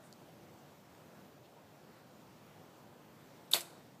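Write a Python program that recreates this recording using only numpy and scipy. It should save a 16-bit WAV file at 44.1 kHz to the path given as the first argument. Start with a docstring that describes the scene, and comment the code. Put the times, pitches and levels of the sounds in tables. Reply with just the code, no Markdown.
"""Faint outdoor hiss, with tiny ticks and rustles: an archer holds a compound bow at full draw.
About 3.5 s in comes the shot. The release clicks open, the string rushes forward, the arrow
squeaks over its rest, and the limbs slam home with a crack, a thud and a short buzz.
String and riser ring briefly, while the ground, bushes and trees of the clearing scatter it back."""
import sys
import numpy as np
from scipy import signal
from scipy.fft import rfft, irfft
from scipy.io import wavfile
from scipy.ndimage import uniform_filter1d

SR = 44100
rng = np.random.default_rng(int(sys.argv[2]) if len(sys.argv) > 2 else 0)


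def generate_wav(sig):
    """Save sig (samples, or channels by samples) to the path in sys.argv[1] as 16-bit PCM at SR."""
    pcm = np.round(np.clip(np.atleast_2d(sig).T, -1, 1) * 32767).astype(np.int16)
    wavfile.write(sys.argv[1], SR, pcm)


N = 176400  # 4 s


def cracks():
    """Sharp cracks of cams, string stop and rebounds, and a last tick as the arrow lands."""
    # Each row: start in seconds, level in dB, decay in seconds.
    impacts = [(3.517, -36.5, .003), (3.5376, -20.5, .0011), (3.543, -28.5, .002), (3.5523, -39, .0008),
               (3.5665, -30, 0.00091), (3.6075, -36, .002), (3.6125, -42, .004)]
    # Bright, hard tone. Each row: frequency in Hz, relative level in dB.
    crack_colour = [(100, -36), (400, -20), (2200, -9.5), (4000, -3), (5500, -7), (7800, 0), (10000, -5),
                    (12500, -4.5), (15500, -17)]
    return snaps(impacts, crack_colour)


def limbs():
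    """The limbs slam home with a dull thud, and string and riser ring on."""
    # Low-mid body of the thud. Each row: frequency in Hz, relative level in dB.
    thud_colour = [(60, -29.5), (150, -6), (330, -7.5), (480, -2.5), (670, 4), (1000, -6.5), (1600, -16),
                   (4000, -35.5)]
    # Modes of string and riser. Each row: frequency in Hz, level in dB, seconds to fall 60 dB.
    bow_modes = [(344.6, -47.5, 0.39), (656, -52, 0.24), (976, -56, 0.13), (1220, -48.5, 0.16),
                 (2955, -55, 0.099), (3480, -50, .16), (3650, -42, .15), (4262, -44, 0.16),
                 (4430, -42, 0.14), (4540, -43, 0.14), (4782, -64, .2), (8900, -51, .15), (10962, -50, .15)]
    thud = coloured(rng.standard_normal(N) * swell(start=3.537, rise=0.012, t60=0.13), thud_colour)
    t = since(3.5435)
    ring = sum(gain_of(db - 60 * t / t60) * np.sin(2 * np.pi * hz * t) for hz, db, t60 in bow_modes)
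    return gain_of(-31) * thud + ring


def buzz():
    """Limbs, cables and fittings rattle after the stop: a dense, dying spray of tiny contacts."""
    # Wiry tone of the rattle. Each row: frequency in Hz, relative level in dB.
    buzz_colour = [(300, -20), (1200, 0.5), (1700, -3), (2300, 4.5), (2900, 1), (3700, 3.5), (4600, 3.5),
                   (5600, -6), (7500, -0.5), (8700, -0.5), (9700, -5.5), (11500, 0), (15500, -5.5)]
    contacts_per_s = 7000
    accents_db = np.minimum(rng.exponential(1, N), 4)
    sizes = gain_of(accents_db) * rng.choice([-1., 1.], N)
    contacts = unit_rms(sizes * (rng.random(N) < contacts_per_s / SR))
    return gain_of(-27.5) * coloured(contacts * swell(start=3.5375, rise=0.0022, t60=0.18), buzz_colour)


def arrow_squeak():
    """One very short rising chirp, swelling each time the shaft presses on the rest."""
    # Each row: time of the press in seconds, peak level in dB, half length in seconds.
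    presses = [(3.5353, -14.5, 0.00067), (3.5366, -9, 0.00041)]
    centre_s, centre_hz, glide_hz_per_s = 3.536, 3753, 220000
    t = since(0)
    pressure = sum(gain_of(db) * np.exp(-((t - s) / half) ** 2) for s, db, half in presses)
    offset = t - centre_s
    return pressure * np.sin(2 * np.pi * (centre_hz + 0.5 * glide_hz_per_s * offset) * offset)


def release_clicks():
    """The release clicks open and the string slips off it."""
    # Each row: start in seconds, level in dB, decay in seconds.
    clicks = [(3.512, -43, .002), (3.5138, -30, 0.0016), (3.5268, -35, 0.0025)]
    # Thin, glinting tone. Each row: frequency in Hz, relative level in dB.
    click_colour = [(500, -16), (2500, -25), (6000, -23), (8500, -3.5), (10000, -8), (11600, 5),
                    (13000, -8), (15500, -13.5)]
    return snaps(clicks, click_colour)


def string_rush():
    """Hiss that grows as the string drives the arrow, and ends at the stop."""
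    # Airy tone of the rush. Each row: frequency in Hz, relative level in dB.
    rush_colour = [(200, -15), (1200, 1), (2500, -3), (5500, 3), (10000, 6.5), (15500, -12)]
    start_s, stop_s, start_db, growth_db = 3.521, 3.5378, -55.25, 18.5
    travel = since(start_s) / (stop_s - start_s)
    level = gain_of(start_db + growth_db * np.minimum(travel, 1)) * (travel > 0) * (travel < 1)
    return coloured(level * rng.standard_normal(N), rush_colour)


def fitting_ticks():
    """Single tiny knocks of metal fittings under tension in the drawn bow."""
    # Each row: start in seconds, level in dB.
    ticks = [(.1273, -32), (.1375, -42), (.951, -48), (.972, -51), (.984, -50)]
    # Small, metallic tone. Each row: frequency in Hz, relative level in dB.
    tick_colour = [(500, -26), (3300, -22), (4100, -3), (4650, 3), (5600, -10), (6700, -6), (9000, -15),
                   (13000, -18), (16000, -30)]
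    knocks = np.zeros(N)
    for s, db in ticks:
        knocks[round(s * SR)] = gain_of(db)
    return coloured(knocks, tick_colour)


def stance_rustles():
    """The archer's stance rustles faintly: brief, soft brushes of high noise."""
    # Each row: peak time in seconds, level in dB, half length in seconds, centre and half width in Hz.
    brushes = [(0.059, -68.5, 0.027, 8500, 1800), (.59, -75, .012, 7200, 900),
               (1.455, -71, 0.022, 3700, 1000)]
    t, hz, out = since(0), np.fft.rfftfreq(N, 1 / SR), np.zeros(N)
    for s, db, half, centre, width in brushes:
        band = irfft(rfft(rng.standard_normal(N)) / (1 + ((hz - centre) / width) ** 2), N)
        out += gain_of(db) * np.exp(-((t - s) / half) ** 2) * unit_rms(band)
    return out


def clearing(x):
    """Adds one echo off the ground, scatter from the bushes and a faint tail from the trees."""
    # Bright bushes, darker trees. 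Each row: frequency in Hz, relative level in dB.
    bush_colour = [(200, -3), (1500, 4), (2600, -6), (3700, -8), (4600, -6.5), (6500, 3), (9000, 6),
                   (14000, 0)]
    tree_colour = [(100, 6), (1500, 7), (2600, 0.5), (3700, -10.5), (4900, 2), (8000, -3.5), (15000, -14)]
    ground_delay_s, scatter_delay_s = 0.0072, 0.0066
    t = since(0)
    ground = np.interp(t - ground_delay_s, t, x, left=0)
    bushes = coloured(rng.standard_normal(N) * swell(scatter_delay_s, rise=0.0024, t60=0.4), bush_colour)
    trees = coloured(rng.standard_normal(N) * swell(scatter_delay_s, rise=0.026, t60=0.84), tree_colour)
    tail = gain_of(-18) * bushes / np.linalg.norm(bushes) + gain_of(-24.5) * trees / np.linalg.norm(trees)
    return x + gain_of(-17.5) * ground + signal.fftconvolve(x, tail)[:N]


def outdoor_air(size=2048):
    """A bed of distant rumble and leaf hiss, drifting slightly in tone and level."""
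    # Warm lows under a soft top. Each row: frequency in Hz, relative level in dB.
    air_colour = [(15, -85), (25, -43), (48, -29), (62, -28.5), (98, -6), (151, 0), (187, -3.5), (251, -2),
                  (287, -6), (328, -2.5), (356, -6.5), (491, -6.5), (532, -5.5), (862, -9.5), (2150, -20.5),
                  (7770, -29), (9630, -34), (14000, -28.5), (15200, -30.5)]
    hop = size // 4
    frames, hz = N // hop + 5, np.fft.rfftfreq(size, 1 / SR)
    real, imag, patches = rng.standard_normal((3, frames, len(hz)))
    slow_patches = uniform_filter1d(patches, size=10, axis=0)
    patches_db = unit_rms(uniform_filter1d(slow_patches, size=30, axis=1))
    drift_db = 0.73 * unit_rms(uniform_filter1d(rng.standard_normal(frames), size=30))[:, None]
    spectra = (real + 1j * imag) * gain_of(colour_db(air_colour, hz) + patches_db + drift_db)
    bed = signal.istft(spectra.T, nperseg=size, noverlap=size - hop)[1][:N]
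    return gain_of(-58.5) * unit_rms(bed)


def gain_of(db):
    """Decibels to gain."""
    return 10 ** (np.asarray(db) / 20)


def unit_rms(x):
    """Scales a signal to an rms of one."""
    return x / np.sqrt(np.mean(x ** 2) + 1e-20)


def since(start):
    """Seconds since a moment, zero before it."""
    return np.maximum(np.arange(N) / SR - start, 0)


def swell(start, rise, t60):
    """Envelope that rises quickly and dies away, 60 dB per t60; all times in seconds."""
    t = since(start)
    return (1 - np.exp(-t / rise)) * gain_of(-60 * t / t60)


def colour_db(colour, hz):
    """Level of a tone curve, interpolated on a log-frequency axis."""
    points_hz, points_db = np.transpose(colour)
    return np.interp(np.log(hz + 1), np.log(points_hz + 1), points_db)


def coloured(x, colour, size=2048):
    """Shapes a signal to a tone curve with a minimum-phase filter of unit energy."""
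    log_gain = np.log(gain_of(colour_db(colour, abs(np.fft.fftfreq(size, 1 / SR)))))
    response = np.exp(np.conj(signal.hilbert(log_gain)))
    taps = np.fft.ifft(response).real[:size // 2]
    return signal.oaconvolve(x, taps / np.linalg.norm(taps))[:N]


def snaps(hits, colour):
    """Abrupt noise bursts, a few milliseconds long, in one colour."""
    level = sum(gain_of(db) * (since(s) > 0) * np.exp(-since(s) / decay) for s, db, decay in hits)
    return coloured(level * rng.choice([-1., 1.], N), colour)


def scene():
    """The hold and the shot, trimmed of deep bass, set in the clearing over the outdoor air."""
    hold = fitting_ticks() + stance_rustles()
    shot = release_clicks() + string_rush() + arrow_squeak() + cracks() + buzz() + limbs()
    low_cut = signal.butter(N=4, Wn=84, btype="high", fs=SR, output="sos")
    bow = signal.sosfilt(low_cut, hold + shot)
    return (clearing(bow) + outdoor_air())[None]


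def record(dry):
    """A steep high cut takes off the very top of the treble."""
    high_cut = signal.firwin(511, cutoff=15400, window=("kaiser", 9), fs=SR)
    return signal.oaconvolve(dry, high_cut[None], "same")


dry = scene()
out = record(dry)
generate_wav(out)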